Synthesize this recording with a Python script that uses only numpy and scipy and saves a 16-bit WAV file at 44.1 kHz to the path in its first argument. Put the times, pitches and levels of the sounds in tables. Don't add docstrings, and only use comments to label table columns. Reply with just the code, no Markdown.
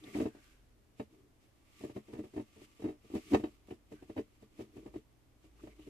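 import sys
import numpy as np
from scipy import signal
from scipy.fft import rfft, irfft
from scipy.io import wavfile
from scipy.ndimage import uniform_filter1d

SR = 44100
rng = np.random.default_rng(int(sys.argv[2]) if len(sys.argv) > 2 else 0)


def master(y):
    cut = np.clip(np.atleast_2d(y).T, -1, 1)
    pcm = np.round(cut * 32767)
    wavfile.write(sys.argv[1], SR, pcm.astype(np.int16))


N = 259749
TIME = np.arange(N) / SR
RING_TIME = TIME[:SR // 3]
MEDIUM_KNOCK_DB = -30

# start_s, level_db, hardness_db, settle_s
IMPACTS = [(.0383, -42, -2, .01), (0.073, -37.5, -6, 0.045), (0.1513, -23, -2.5, 0.0042),
           (.166, -26.5, 0, 0.0039), (0.185, -23.5, -6, .004), (0.2011, -18.5, -2, 0.0089),
           (.217, -21, -5.5, 0.024), (0.2554, -19.5, -4.5, 0.015), (0.3477, -42.5, 2, 0.03),
           (0.9978, -24.5, 0.5, 0.0058), (1.808, -36.5, -2.5, 0.008), (1.8371, -24, -8, 0.017),
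           (1.896, -34.5, -1, 0.0076), (1.963, -23, -6, 0.013), (2.083, -40.5, -2.5, 0.09),
           (2.1319, -29.5, -3, 0.041), (2.1892, -27, -8, 0.015), (2.2379, -33.5, -4.5, 0.019),
           (2.3371, -35.5, -5, 0.0036), (2.3637, -24.5, -8, 0.003), (2.3765, -24, -4.5, 0.0028),
           (2.3959, -27.5, -3, 0.0057), (2.562, -43.5, -3, 0.041), (2.6162, -41.5, -1, 0.0074),
           (2.796, -36, -7, 0.0082), (2.8209, -31, -1, 0.0094), (2.8406, -23, -7, 0.065),
           (2.8864, -29.5, -2, 0.023), (3.0456, -42, -10, 0.0051), (3.0996, -39.5, -2, 0.057),
           (3.138, -25.5, -7, 0.0044), (3.1525, -18.5, -5.5, 0.014), (3.3186, -20.5, -8, 0.0044),
           (3.333, -11.5, -3, 0.002), (3.3441, -9.5, 1.5, 0.0085), (3.396, -27, -3.5, 0.0062),
           (3.4378, -20.5, -2, 0.015), (3.684, -39.5, -1.5, 0.013), (3.7086, -26.5, -6.5, 0.015),
           (3.919, -32, -4, 0.0083), (4.0231, -37.5, -3, 0.0065), (4.097, -31, -2, 0.0061),
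           (4.1647, -30.5, 2.5, 0.0087), (4.1758, -27.5, 5, 0.0067), (4.187, -21, -6.5, 0.0085),
           (4.425, -40.5, -5.5, 0.004), (4.592, -31, -3, 0.0094), (4.6044, -31, -1.5, 0.016),
           (4.7665, -34, -5, 0.021), (4.8293, -45.5, -5, .01), (4.86, -33, -2, 0.02),
           (4.9396, -37.5, 2, 0.01), (4.9592, -27, -10, 0.0036), (5.4411, -47, -2.5, 0.024),
           (5.6358, -34, -5.5, 0.0041), (5.671, -40, 5.5, 0.0053), (5.7922, -41.5, -4, 0.0069),
           (5.869, -35.5, -10, 0.011)]
# pitch_hz, level_db, t60_s
BODY_MODES = [(216.7, -5.5, 0.1), (258.5, 0.5, 0.05), (303.2, 3.5, 0.052), (356.7, 0, 0.043),
              (435, -1, 0.045), (510.6, -6, 0.039)]
# pitch_hz, level_db, t60_s
CLACK_MODES = [(550, -3, .04), (592, 1, .06), (668, -1, .04), (726, 0, .05), (800, -9, .04), (904, -9, .06),
               (1046, -18, .07), (1136, -19, .06), (1244, -17, .07)]


def knocks(thump_db=-1, clack_db=-10.5, wall_db=-23, tick_db=-32, crack_db=-19, flex_db=-17):
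    # pitch_hz, level_db, t60_s
    wall_modes = [(1683, -4, .07), (1820, 0, .08), (1963, -1, .08), (2120, -4, .06), (2300, -5, .06),
                  (2550, -3, .06), (2676, -2, .07), (3080, -4, .05), (3805, -6, .07), (4578, -11, .08)]
    # frequency_hz, density_db
    tick_spectrum = [(600, -12), (1100, 4.5), (1500, 7), (2000, 7.5), (2500, 5.5), (3100, -1), (3600, -7),
                     (5000, -48.5), (8500, -31.5), (10500, -18.5), (14000, -12.5)]
    # pitch_hz, level_db, t60_s
    flex_modes = [(91.3, -13, 0.02), (120.4, -4, 0.13)]
    soft_s, firm_s, cushion_db = .002, .0012, -27
    crack_band = signal.butter(2, (3300, 7000), "band", fs=SR, output="sos")
    out = np.zeros((2, N))
    for start_s, level_db, hardness_db, settle_s in IMPACTS:
        thump = early_echo(blow(BODY_MODES, soft_s, scatter_db=2.7, detune=.008))
        clack = blow(CLACK_MODES, firm_s, scatter_db=2, detune=.016)
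        wall = blow(wall_modes, firm_s, scatter_db=2, detune=.004)
        rattle = diffuse(len(RING_TIME)) * decay(t60_s=.085) * (1 - np.exp(-RING_TIME / firm_s))
        tick = unit_rms(colour(rattle, tick_spectrum)) * rattle.std()
        bright_db = .96 * hardness_db + .044 * (level_db - MEDIUM_KNOCK_DB)
        bright = undb(bright_db) * (undb(wall_db) * wall + undb(tick_db) * tick)
        dull = undb(thump_db) * thump + undb(clack_db + hardness_db) * clack
        crack = undb(level_db + crack_db) * signal.sosfilt(crack_band, rattle)
        contact = undb(level_db) * (dull + bright + crack)
        for delay_s, strength in rocking(settle_s):
            add(out, start_s + delay_s, strength * contact)
        flex = blow(flex_modes, contact_s=.0011, scatter_db=2.3, detune=.08)
        add(out, start_s, undb(min(level_db, cushion_db) + flex_db) * flex)
    return out


def rocking(settle_s, rebounds=4, gap_s=.0135, unevenness=.2):
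    gaps_s = gap_s * np.exp(unevenness * rng.standard_normal(rebounds))
    delays_s = np.append(0, np.cumsum(gaps_s))
    return zip(delays_s, np.exp(-delays_s / settle_s))


def scuffs(scuff_db, gain_db=-4, drag_db=-21, slips_per_s=600, spread_db=3, clack_db=-18):
    drag_s, lag_s = .016, .0034
    dragging = np.zeros(N)
    for start_s, level_db, *_ in IMPACTS:
        near = np.abs(TIME - start_s) < 4 * drag_s
        dragging[near] += undb(level_db + drag_db) * bell(TIME[near] - start_s - lag_s, drag_s)
    slips = (rng.random(N) < slips_per_s / SR) * rng.choice([-1, 1], N)
    slips = unit_rms(slips * undb(spread_db * rng.standard_normal(N)))
    thump = early_echo(blow(BODY_MODES, contact_s=.004))
    clack = blow(CLACK_MODES, contact_s=.004)
    response = unit_rms(thump + undb(clack_db) * clack) / np.sqrt(len(RING_TIME))
    return convolve([slips * (undb(scuff_db + gain_db) + dragging)], response)


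def wool(rustle_db, patchy_db=1.18, snags_per_s=700, snag_db=-9, spread_db=3, lid_db=-8):
    # frequency_hz, density_db
    fibre_spectrum = [(590, -43.5), (1000, -22), (1140, -2.5), (1610, -10.5), (2070, -0.5), (2850, -1),
                      (3370, -4.5), (3720, -7.5), (7630, -10), (14000, -18)]
    # pitch_hz, level_db, t60_s
    lid_modes = [(1170, 13, 0.09), (2094, 6, 0.033), (2576, -2.5, 0.02), (3037, -8, 0.027),
                 (3520, -2, 0.038), (7500, -4.5, 0.024)]
    snags = (rng.random(N) < snags_per_s / SR) * undb(spread_db * rng.standard_normal(N))
    snags = unit_rms(snags * rng.standard_normal((2, N)))
    fibres = diffuse(N) * undb(patchy_db * wander(rate_hz=70)) + undb(snag_db) * snags
    lid = sum(convolve(snags, ring([mode])) * undb(wander(rate_hz=10)) for mode in lid_modes)
    lid = np.diff(lid, prepend=0)
    return (unit_rms(colour(fibres, fibre_spectrum)) + undb(lid_db) * unit_rms(lid)) * undb(rustle_db)


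def hands(hold_rustle_db=-83.5, hold_scuff_db=-78.5, jerk_db=-67):
    # peak_s, rise_s, fall_s, rustle_db, scuff_db
    pulls = [(.07, 0.083, 0.084, -65, -54.5), (0.191, 0.083, .055, -54.5, -47),
             (.44, 0.095, 0.13, -67.5, -81), (1.13, .03, 0.098, -76, -58), (1.44, 0.026, 0.035, -74, -65),
             (1.83, 0.099, 0.072, -61.5, -65), (2.18, 0.36, 0.25, -72, -83),
             (2.647, .08, 0.016, -62.5, -74), (2.84, 0.42, 0.09, -70, -77), (3.16, 0.042, 0.058, -58, -74),
             (3.32, 0.074, 0.08, -55, -51), (3.5, 0.076, .11, -71.5, -71), (3.96, 0.026, 0.043, -70.5, -68),
             (4.36, .08, 0.029, -76, -74), (4.61, 0.04, 0.031, -63.5, -61), (4.79, 0.12, 0.051, -75, -54.5),
             (5.64, 0.072, 0.13, -70, -58.5), (5.83, 0.027, 0.051, -69.5, -63)]
    rustle_power, scuff_power = undb(hold_rustle_db) ** 2, undb(hold_scuff_db) ** 2
    for peak_s, rise_s, fall_s, rustle_db, scuff_db in pulls:
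        pull = swell(peak_s, rise_s, fall_s)
        rustle_power += (undb(rustle_db) * pull) ** 2
        scuff_power += (undb(scuff_db) * pull) ** 2
    jerk = 0
    for start_s, level_db, *_ in IMPACTS:
        strength = undb(jerk_db + .28 * (level_db - MEDIUM_KNOCK_DB))
        jerk = np.maximum(jerk, strength * swell(start_s + .0062, rise_s=.027, fall_s=.035))
    return 10 * np.log10(rustle_power + jerk ** 2), 10 * np.log10(scuff_power)


def skids(quality_factor=9):
    # peak_s, length_s, pitch_hz, level_db
    scrapes = [(0.043, 0.0095, 3550, -57.5), (0.078, 0.061, 2120, -60), (0.146, 0.015, 2160, -50),
               (0.387, 0.39, 1560, -73.5), (3.98, 0.082, 1530, -73), (5.602, 0.022, 1180, -63.5),
               (5.719, 0.051, 2170, -71), (5.826, 0.052, 3000, -70.5)]
    out = np.zeros((2, N))
    for peak_s, length_s, pitch_hz, level_db in scrapes:
        resonance = signal.iirpeak(pitch_hz, quality_factor, fs=SR)
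        scrape = unit_rms(signal.lfilter(*resonance, diffuse(N)))
        out += undb(level_db) * scrape * bell(TIME - peak_s, length_s / 2)
    return out


def nail_taps():
    # start_s, level_db
    taps = [(0.2005, -54), (0.996, -48), (3.439, -51), (3.7058, -50), (4.177, -45.5)]
    # pitch_hz, level_db, t60_s
    rim_modes = [(1770, 3.5, 0.058), (2060, -12, 0.054), (2396, 6, 0.038), (2700, -3, 0.098),
                 (2964, 2, 0.085), (3090, -6, 0.039)]
    out = np.zeros((2, N))
    for start_s, level_db in taps:
        click = blow(rim_modes, contact_s=.00059, scatter_db=.67, detune=.006)
        add(out, start_s, undb(level_db) * click)
    return out


def early_echo(x, delay_s=.002843, share=.6):
    echo = np.pad(x, ((0, 0), (int(delay_s * SR), 0)))[:, :x.shape[1]]
    return (x + share * echo) / (1 + share)


def reverberation(x, wet_db=-20, t60_s=.13, build_up_s=.01):
    tail = diffuse(len(RING_TIME)) * decay(t60_s) * (1 - bell(RING_TIME, build_up_s))
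    return undb(wet_db) * convolve(x, unit_rms(tail) / np.sqrt(len(RING_TIME)))


def room_tone(hiss_db=-68.06, hum_gain_db=-1, mains_hz=120, mains_db=-78):
    # peak_s, half_length_s, pitch_hz, level_db
    hum_swells = [(0.624, 0.28, 45.2, -68.5), (3.633, 0.86, 53, -70), (4.898, .22, 55.5, -66),
                  (5.75, 0.31, 55, -62)]
    # frequency_hz, density_db
    hiss_spectrum = [(12, -20), (20, -4), (52, -10.5), (81, -4.5), (125, -16.5), (195, -17), (286, -12.5),
                     (337, -17), (536, -22), (582, -21.5), (1480, -30.5), (1840, -31), (2490, -35),
                     (3020, -35.5), (14000, -41)]
    hum = sum(undb(level_db) * bell(TIME - peak_s, half_length_s) * np.sin(2 * np.pi * pitch_hz * TIME)
              for peak_s, half_length_s, pitch_hz, level_db in hum_swells)
    hum *= undb(hum_gain_db + wander(rate_hz=11))
    mains = undb(mains_db + wander(rate_hz=8.8)) * np.sin(2 * np.pi * mains_hz * TIME)
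    hiss = undb(hiss_db) * unit_rms(colour(diffuse(N), hiss_spectrum))
    return hiss + np.sqrt(2) * (hum + mains)


def blow(modes, contact_s, scatter_db=0, detune=0):
    sound = ring(modes, scatter_db, detune) * (1 - bell(RING_TIME, contact_s))
    return sound / np.abs(sound).max()


def ring(modes, scatter_db=0, detune=0, split_hz=590, lead_s=-.00017):
    out = 0
    for k, (pitch_hz, level_db, t60_s) in enumerate(modes):
        level_draw, pitch_draw = rng.standard_normal(2)
        high = min((pitch_hz / split_hz) ** 4, 1)
        offset = high * (-1) ** k * np.pi / 4.26 + (1 - high) * np.pi * pitch_hz * lead_s
        phase = 2 * np.pi * pitch_hz * (1 + detune * pitch_draw) * RING_TIME
        stereo_tone = np.sin([phase + offset, phase - offset])
        out -= undb(level_db + scatter_db * level_draw) * stereo_tone * decay(t60_s)
    return out


def diffuse(size):
    # frequency_hz, correlation
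    coherence = [(60, 0.44), (300, 0.67), (700, 0.12), (1500, 0.12), (5000, .03), (14000, .02)]
    mid, side = rfft(rng.standard_normal((2, size)))
    alike = along(coherence, np.arange(len(mid)) * SR / size)
    mid, side = mid * np.sqrt(1 + alike), side * np.sqrt(1 - alike)
    return unit_rms(irfft([mid + side, mid - side], size))


def colour(x, spectrum):
    hz = np.arange(x.shape[-1] // 2 + 1) * SR / x.shape[-1]
    roll_off = np.minimum(hz / spectrum[0][0], 1) ** 2
    return irfft(rfft(x) * undb(along(spectrum, hz)) * roll_off, x.shape[-1])


def along(points, hz):
    frequency_hz, value = np.transpose(points)
    return np.interp(np.log(hz + 1), np.log(frequency_hz), value)


def wander(rate_hz):
    hold = int(SR / rate_hz)
    steps = np.repeat(rng.standard_normal(N // hold + 1), hold)[:N]
    return unit_rms(uniform_filter1d(uniform_filter1d(steps, hold), hold))


def swell(peak_s, rise_s, fall_s, release_power=1.2):
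    away_s = np.abs(TIME - peak_s)
    return np.exp(-np.where(TIME < peak_s, away_s / rise_s, (away_s / fall_s) ** release_power))


def decay(t60_s):
    return np.exp(-np.log(1000) * RING_TIME / t60_s)


def bell(time_s, width_s):
    return np.exp(-(time_s / width_s) ** 2)


def convolve(x, response):
    return signal.fftconvolve(x, response, axes=1)[:, :N]


def add(out, start_s, sound):
    start = min(int(start_s * SR), N)
    out[:, start:start + sound.shape[1]] += sound[:, :N - start]


def undb(db):
    return 10 ** (np.asarray(db) / 20)


def unit_rms(x):
    return x / np.sqrt(np.mean(x ** 2))


def scene(lowest_hz=60):
    rustle_db, scuff_db = hands()
    bass_cut = signal.butter(2, lowest_hz, "high", fs=SR, output="sos")
    jar = signal.sosfilt(bass_cut, knocks() + scuffs(scuff_db))
    direct = jar + wool(rustle_db) + skids() + nail_taps()
    return direct + reverberation(direct) + room_tone()


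def record(dry):
    cutoff_hz = 14350
    return signal.sosfilt(signal.ellip(10, .2, 70, cutoff_hz, fs=SR, output="sos"), dry)


dry = scene()
out = record(dry)
master(out)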